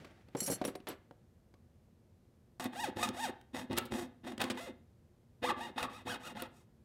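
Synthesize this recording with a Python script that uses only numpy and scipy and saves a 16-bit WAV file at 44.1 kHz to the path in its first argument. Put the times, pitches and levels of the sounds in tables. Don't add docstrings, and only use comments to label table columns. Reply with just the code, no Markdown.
import sys
import numpy as np
from scipy import signal
from scipy.fft import rfft, irfft
from scipy.io import wavfile
from scipy.ndimage import uniform_filter1d

SR = 44100
rng = np.random.default_rng(int(sys.argv[2]) if len(sys.argv) > 2 else 0)


def inscribe(sig):
    pcm = np.round(np.clip(np.atleast_2d(sig).T, -1, 1) * 32767)
    wavfile.write(sys.argv[1], SR, pcm.astype(np.int16))


N = 301644

# pitch_hz, level_db (relative)
RASP_COLOUR = [(30, -53.5), (200, -36), (400, 0), (620, 6.5), (850, 6.5), (1250, 0), (1480, -3),
               (1950, -0.5), (2300, -12), (2700, -10), (3700, -10), (5000, -37), (8000, -34),
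               (16000, -46.5)]
# pitch_hz, level_db (relative)
CHIP_COLOUR = [(1000, -42.5), (3500, -15), (5000, 5.5), (7000, 5.5), (9200, 5.5), (11000, -3), (14500, -3),
               (16000, -21.5)]
# pitch_hz, level_db (relative), t60_s
TUBE_MODES = [(493.6, 4.5, 0.18), (709.4, 2, 0.47), (875, 7, 0.022), (1150, -29.5, .07), (1250, -7, 0.19),
              (1756, -7, 0.066), (1840, -14.5, .03), (1980, -3.5, 0.01), (2535, -1.5, 0.027),
              (2814, -5.5, 0.072), (3237, -4.5, 0.011), (3637, -0.5, 0.027), (4540, -25.5, .02)]
# pitch_hz, level_db (relative), t60_s
PIN_MODES = [(114, -4, 0.08), (210, -39, 0.031), (255, 8, 0.13), (341, 1, 0.095), (513, -5, .07)]


def saw(tear_db=-1, tear_share=1.0, tear_floor=0.061, tube_db=-1, chip_tick_db=-6,
        wood_noise_db=0, flutter_db=1.73):
    along, speed, rate, rough, pressure, (rasp_db, wood_db, chips_db) = swing()
    ticks, phase = teeth(rate, rough)
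    grains = grit(rate=14000, spread_db=1.5)
    tearing = steady(grains * np.exp(-speed * phase / tear_share), span_s=0.027)

    force = above(ticks + undb(tear_db) * (rough + tear_floor) * tearing, 110)
    tube = undb(tube_db) * through(force, ring(TUBE_MODES))
    rasp = steady(through(force, colour(RASP_COLOUR)) + tube, span_s=0.027)
    hiss = through(tearing + undb(chip_tick_db) * ticks, colour(CHIP_COLOUR))
    chips = steady(near_surfaces(hiss), span_s=.02)
    shake = ticks + undb(wood_noise_db) * rough * tearing
    wood = steady(above(through(shake, ring(PIN_MODES)), 90), span_s=0.033)

    slow = 1 - speed
    rasp *= undb(rasp_db - 10.5 * slow + swell(rate, hz=814, half_width_hz=120, db=2.3))
    chips *= undb(chips_db - 18 * slow)
    late_db = 6.5 * (along - .5)
    wood *= undb(wood_db + 3 * slow + late_db + swell(rate, hz=313, half_width_hz=180, db=5.5))
    cutting = undb(digging() + flutter_db * walk(rate=110)) * (rasp + chips)
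    return pressure * (cutting + wood)


# start_s, end_s, top_tooth_rate_hz (before wobble), least_roughness (0-1),
# rasp_db, wood_db, chips_db (mid-stroke, before swells, digs and flutter), pressure_rise_db over the stroke
STROKE_TABLE = [(2.531, 2.688, 1210, 0.97, -45.5, -49, -53.5, -4),
                (2.715, 2.91, 959, 0.13, -41.5, -51.5, -51, 11.5),
                (2.954, 3.118, 1279, 0.37, -41, -45.5, -49, -4.5),
                (3.122, 3.317, 934.5, 0.19, -41.5, -52, -49.5, 8.5),
                (3.529, 3.668, 926.4, 0.78, -48.5, -48.5, -56.5, -8.5),
                (3.692, 3.877, 1307, 0.91, -50.5, -45.5, -66, -14),
                (3.904, 4.087, 360, 0.51, -45.5, -47, -53, -19.5),
                (4.23, 4.361, 386.6, .3, -50, -50.5, -62.5, -7),
                (4.384, 4.523, 1085, 0.74, -48, -51, -60.5, -18.5),
                (4.534, 4.726, 681, 0.12, -47.5, -52, -59, -2.5),
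                (5.416, 5.537, 1177, .2, -37.5, -43, -52.5, 2),
                (5.558, 5.722, 983, 0.19, -46, -52, -60.5, -3.5),
                (5.756, 5.884, 1404, 0.52, -43.5, -48.5, -56.5, -6.5),
                (5.885, 6.044, 1294, 0.28, -51.5, -61.5, -63.5, -10),
                (6.05, 6.184, 1636, 0.26, -41, -48, -52, -6.5),
                (6.189, 6.341, 1402, .35, -49, -58, -58.5, 4),
                (6.343, 6.482, 1410, .4, -46.5, -54.5, -59.5, -10),
                (6.499, 6.662, 1294, 0.41, -72, -73, -73.5, -6.5)]


def swing(wobble_db=0.3, judder_db=0.15, catch_share=.26, slip_share=.12):
    bite_s, let_go_s, heard_from_s = 0.017, 0.024, 2.597
    t = np.arange(N) / SR
    along, pressure, settings = np.zeros(N), np.zeros(N), np.zeros((5, N))
    for start, end, *stroke, lean_db in STROKE_TABLE:
        inside = (t > start) & (t < end)
        since, left = t[inside] - start, end - t[inside]
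        along[inside] = since / (end - start)
        hold = np.minimum(since / bite_s, 1) * np.minimum(left / let_go_s, 1)
        pressure[inside] = hold * undb(lean_db * (along[inside] - .5))
        settings[:, inside] = np.array(stroke)[:, None]
    speed = np.sin(np.pi * along)
    top_hz, rough, *levels_db = settings
    settled = np.minimum(np.minimum(along / catch_share, (1 - along) / slip_share), 1)
    rough = 1 - (1 - np.clip(rough, 0, 1)) * settled
    judder = judder_db * (1 + rough) * walk(rate=400)
    uneven = undb(wobble_db * walk(rate=60) + judder)
    return along, speed, top_hz * speed * uneven, rough, pressure * (t > heard_from_s), levels_db


def teeth(rate, rough, jitter=0.12, scatter_db=7):
    travel = np.cumsum(rate + 1) / SR
    at = np.interp(np.arange(1, int(travel[-1])), travel, np.arange(N))
    timing, size = rng.standard_normal((len(at), 2)).T
    near = at.astype(int)
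    local_hz = np.maximum(rate[near], 200)
    at = at + jitter * rough[near] * timing * SR / local_hz
    sizes_db = scatter_db * rough[near] * (np.clip(size, -2, 2) - .5)
    sizes = undb(sizes_db) * np.sqrt(SR / local_hz)
    ticks = np.zeros(N)
    for tap in np.arange(-4, 5):
        index = np.clip(at.astype(int) + tap, 0, N - 1)
        np.add.at(ticks, index, sizes * np.sinc(index - at))
    return ticks, travel % 1


# peak_s, extra_cutting_db
DIG_TABLE = [(2.65, 8.5), (3.029, 8.5), (3.24, 2.5), (3.547, 7.5), (3.712, 9), (4.403, 13.5), (4.575, 7),
             (5.44, 6.5), (5.494, 5), (5.781, 8), (5.828, 9)]


def digging(attack_s=0.0032, ease_s=0.025):
    t = np.arange(N) / SR
    extra_db = np.zeros(N)
    for s, db in DIG_TABLE:
        attack = np.clip((t - s) / attack_s + 1, 0, 1)
        extra_db += db * attack * np.exp(-((t - s) / ease_s) ** 2)
    return extra_db


def swell(rate, hz, half_width_hz, db):
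    return db * np.exp(-((rate - hz) / half_width_hz) ** 2)


# start_s, crack_db, wood_db (before bass cut), chip_db, length_s
SNAG_TABLE = [(2.642, -45.5, -53, -49, 0.004), (2.654, -51, -32.5, -69, 0.01),
              (3.089, -41, -36, -70.5, 0.002), (3.413, -64.5, -72.5, -74, 0.0027),
              (3.73, -47, -37.5, -67.5, 0.0028), (3.768, -41, -47, -56.5, 0.0094),
              (3.776, -33, -37.5, -41.5, 0.01), (3.7837, -34.5, -33, -33, 0.0027),
              (3.854, -53, -45, -56, 0.012), (4.379, -47.5, -40, -79, 0.0031),
              (4.415, -33, -43, -46, 0.0069), (4.4395, -40, -33.5, -60, 0.0036),
              (4.5, -37, -36.5, -58, 0.013), (5.828, -42.5, -50, -55, 0.0045),
              (6.422, -44, -40, -45.5, .002)]
# pitch_hz, level_db (relative)
CRACK_COLOUR = [(40, -42), (250, 8), (900, 5), (2000, 3), (4000, 2.5), (6000, -7.5), (9000, -5),
                (12000, -20.5), (15500, -18)]
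# pitch_hz, level_db (relative)
SNAP_COLOUR = [(1000, -26), (6000, -16), (10000, -1), (14500, 3), (16000, 0.5)]


def snags():
    s, crack_db, wood_db, chip_db, length = np.transpose(SNAG_TABLE)
    crack = blows(s, crack_db, length, colour(CRACK_COLOUR), chatter=0.3)
    chip = blows(s, chip_db, length / 2, colour(SNAP_COLOUR), chatter=0.93)
    wood = blows(s, wood_db, length, ring(PIN_MODES), chatter=0.11)
    return crack + chip + above(wood, 150)


# start_s, pitch_hz, level_db (before buzz)
TWANG_TABLE = [(1.539, 1120, -75), (3.04, 1303, -45), (3.771, 1315, -47.5), (4.421, 1049, -45),
               (5.476, 1170, -38.5), (5.828, 1178, -40.5), (6.423, 1326, -57)]


def blade(split_hz=55, rub_s=0.023, buzz_db=5.5, buzz_loss_db=-2, t60_s=.2):
    ringing = np.zeros(N)
    for s, hz, db in TWANG_TABLE:
        planes = ring([(hz, 0, t60_s), (hz + split_hz, -3, t60_s / 2)])
        ringing += blows([s], [db], [rub_s], planes, chatter=0.051)
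    return ringing * undb(buzz_db * walk(rate=170) + buzz_loss_db)


# start_s, thud_db (before bass cut), click_db, length_s
KNOCK_TABLE = [(0.046, -56, -53, 0.0068), (0.285, -59, -65, 0.005), (0.3492, -33, -50.5, 0.0077),
               (0.372, -50, -55, 0.029), (0.417, -40, -58, 0.0088), (0.476, -39.5, -47, 0.02),
               (0.498, -34, -59, 0.01), (.519, -37.5, -45.5, 0.012), (0.6142, -31.5, -47.5, 0.0063),
               (0.641, -45, -46, 0.0054), (0.65, -35, -41.5, 0.0088), (0.678, -37, -46.5, 0.015),
               (0.753, -42.5, -47.5, 0.0052), (0.802, -53, -64, 0.0042), (0.87, -47.5, -44, 0.0086),
               (0.88, -43.5, -47.5, 0.016), (0.9, -45.5, -49, 0.023), (1.110, -51, -67, 0.003),
               (1.540, -64, -67, 0.004)]
# pitch_hz, level_db (relative), t60_s
BENCH_MODES = [(117, -11, 0.13), (183, -10.5, 0.13), (286, -1, 0.092), (327.7, 1.5, 0.06), (388, 2.5, 0.17),
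               (476, 9, 0.04), (545, 1.5, 0.085), (724, 1, 0.13), (1044, -25.5, 0.081)]
# pitch_hz, level_db (relative)
THUD_COLOUR = [(40, -18), (120, 8), (300, 11), (600, -1.5), (1200, -13), (2500, -24.5), (5000, -52.5),
               (16000, -67)]
# pitch_hz, level_db (relative)
CLICK_COLOUR = [(100, -24), (450, 0.5), (1100, -2), (1600, -5), (2200, -6.5), (4200, -10), (6000, -19.5),
                (15500, -30)]
# pitch_hz, level_db (relative), t60_s
CLAMP_MODES = [(7730, -7, .12), (9810, 0, 0.044), (12430, 1.5, 0.037), (12800, -8, .1), (12950, -3, 0.066)]
# start_s, frame_db (before grip), clamp_db, length_s
CLINK_TABLE = [(0.367, -50, -75, 0.069), (.404, -35.5, -49, 0.004), (0.428, -42, -57, 0.021),
               (0.462, -39, -52, 0.015), (0.5, -40.5, -51, 0.011), (0.513, -41.5, -45, .002),
               (0.521, -41.5, -49, 0.021), (0.65, -42, -53, 0.0025), (0.669, -48.5, -54, 0.015),
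               (.754, -56, -67, 0.0036), (0.886, -49.5, -47, 0.0044)]


def pick_up(ring_db=3, scrape_db=-7):
    s, thud_db, click_db, length = np.transpose(KNOCK_TABLE)
    top = ring(BENCH_MODES) * undb(ring_db)
    dull = colour(THUD_COLOUR)
    top[:len(dull)] += dull
    thuds = above(blows(s, thud_db, length, top, chatter=0.56), 74)
    clicks = blows(s, click_db, length, colour(CLICK_COLOUR), chatter=0.76)

    s, frame_db, clamp_db, length = np.transpose(CLINK_TABLE)
    frame = strike_frame() * grip()
    clamp = blows(s, clamp_db, length, ring(CLAMP_MODES), chatter=0.14)
    scrape = blows(s, frame_db + scrape_db, length, colour(CHIP_COLOUR), chatter=0.25)
    return thuds + clicks + frame + clamp + scrape


# pitch_hz, level_db (relative, before the spread between spots), t60_s
FRAME_MODES = [(2340, -19, 0.037), (3010, -15.5, 0.045), (4320, -12, .14), (5670, -6.5, 0.086),
               (5710, -4.5, 0.15), (6060, -11, 0.079), (6570, -13, 0.12), (7600, -1, 0.077),
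               (8620, -9, .08), (9540, 0.5, 0.13), (10120, -2, 0.064), (10920, -8.5, 0.102),
               (11250, -8.5, 0.08), (14400, -9, 0.091)]


def strike_frame(spread_db=3):
    out = np.zeros(N)
    spots = rng.standard_normal((len(CLINK_TABLE), len(FRAME_MODES)))
    for (s, db, _, length), spot in zip(CLINK_TABLE, spots):
        modes = [(hz, mode_db + spread_db * luck, t60)
                 for (hz, mode_db, t60), luck in zip(FRAME_MODES, spot)]
        out += blows([s], [db], [length], ring(modes), chatter=0.11)
    return out


# start_s, end_s
GRIP_TABLE = [(.568, .645), (0.676, 1.2)]


def grip(mute_db=-11, closing_s=0.018):
    t = np.arange(N) / SR
    held = sum(1. * ((t > start) & (t < end)) for start, end in GRIP_TABLE)
    return undb(mute_db * uniform_filter1d(held, int(closing_s * SR)))


# middle_s, half_length_s, level_db (before jerks)
BRUSH_TABLE = [(.01, 0.051, -58), (.13, .12, -65), (0.545, .17, -56), (1.049, 0.17, -76.5)]
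# pitch_hz, level_db (relative)
CLOTH_COLOUR = [(88, -27.5), (150, -1), (918, -12.5), (1010, -24), (1130, -17.5), (1600, -14.5),
                (4290, -26), (15000, -45.5)]


def sleeve(jerk_db=2):
    t = np.arange(N) / SR
    brushing = sum(undb(db) * np.exp(-((t - s) / half) ** 2) for s, half, db in BRUSH_TABLE)
    cloth = through(grit(rate=13000, spread_db=3), colour(CLOTH_COLOUR))
    return brushing * undb(jerk_db * walk(rate=49)) * cloth


# pitch_hz, level_db (relative)
AIR_COLOUR = [(15, -50), (25, -20.5), (92, -3.5), (185, -13), (236, -9), (270, -23), (354, -15.5),
              (384, -22), (476, -21), (641, -26.5), (1100, -35), (1400, -37), (2610, -42.5), (14400, -50),
              (16000, -61.5)]


def ventilation(level_db=-64):
    rumble = through(rng.standard_normal(N), colour(AIR_COLOUR, size=16384))
    return undb(level_db) * above(rumble, 35)


def near_surfaces(x, echoes=((.0009, -9), (.0023, -10), (.0041, -12))):
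    response = np.zeros(SR // 100)
    response[0] = 1
    for s, db in echoes:
        response[int(s * SR)] += undb(db)
    return through(x, response / np.linalg.norm(response))


def workshop(x, wet_db, low_t60=0.4, treble_t60=.24, split_hz=3400, treble_db=-12):
    t = np.arange(SR) / SR
    noise = rng.standard_normal(len(t))
    decay = np.exp(-np.log(1000) * t / low_t60)
    low_tail = signal.sosfilt(signal.butter(3, split_hz, fs=SR, output="sos"), noise) * decay
    treble_decay = np.exp(-np.log(1000) * t / treble_t60)
    high_tail = undb(treble_db) * rng.standard_normal(len(t)) * treble_decay
    tail = (low_tail + high_tail) * (t > .005) / np.linalg.norm(noise * decay)
    return x + undb(wet_db) * through(x, tail)


def blows(times, levels_db, lengths, response, chatter=.25):
    out, t = np.zeros(N), np.arange(SR // 10) / SR
    noises = rng.standard_normal((len(times), len(t)))
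    for s, db, length, noise in zip(times, levels_db, lengths, noises):
        force = chatter * noise * np.exp(-(t / length) ** 2 / 2)
        force[0] += 1
        first = int(s * SR)
        sound = signal.fftconvolve(force, response)[:N - first]
        loudest = np.sqrt(uniform_filter1d(sound ** 2, SR // 100, mode="constant").max())
        out[first:first + len(sound)] += undb(db) * sound / loudest
    return out


def ring(modes):
    t = np.arange(SR // 2) / SR
    response = np.zeros(len(t))
    for hz, db, t60 in modes:
        decay = np.exp(-np.log(1000) * t / t60)
        response += undb(db) / np.sqrt(t60) * np.sin(2 * np.pi * hz * t) * decay
    return response / np.linalg.norm(response)


def colour(points, size=4096):
    hz, db = np.transpose(points)
    bins = np.maximum(np.fft.rfftfreq(size, 1 / SR), 1)
    cepstrum = irfft(np.log(undb(np.interp(np.log(bins), np.log(hz), db))))
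    cepstrum[1:size // 2] *= 2
    cepstrum[size // 2 + 1:] = 0
    response = irfft(np.exp(rfft(cepstrum)))
    return response / np.linalg.norm(response)


def grit(rate, spread_db):
    sizes = undb(spread_db * np.minimum(rng.exponential(size=N), np.pi))
    return unit((rng.random(N) < rate / SR) * sizes * rng.choice([-1, 1], N))


def walk(rate):
    k = int(SR / rate)
    return unit(uniform_filter1d(np.repeat(rng.standard_normal(N // k + 1), k), k)[:N])


def steady(x, span_s):
    k = max(int(span_s * SR), 2)
    power = np.abs(uniform_filter1d(uniform_filter1d(x ** 2, k), k))
    return x / np.sqrt(power + 1e-6 * np.mean(x ** 2))


def above(x, hz):
    return signal.sosfilt(signal.butter(2, hz, "high", fs=SR, output="sos"), x)


def through(x, response):
    return signal.fftconvolve(x, response)[:N]


def unit(x):
    return x / np.sqrt(np.mean(x ** 2))


def undb(db):
    return 10 ** (np.asarray(db) / 20)


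def scene():
    sawing = workshop(saw() + snags() + blade(), wet_db=-8.5)
    handling = workshop(pick_up() + sleeve(), wet_db=-11.5)
    return (sawing + handling + ventilation())[None]


def record(dry, top_hz=15900):
    return signal.sosfilt(signal.ellip(10, .2, 70, top_hz, fs=SR, output="sos"), dry)


dry = scene()
out = record(dry)
inscribe(out)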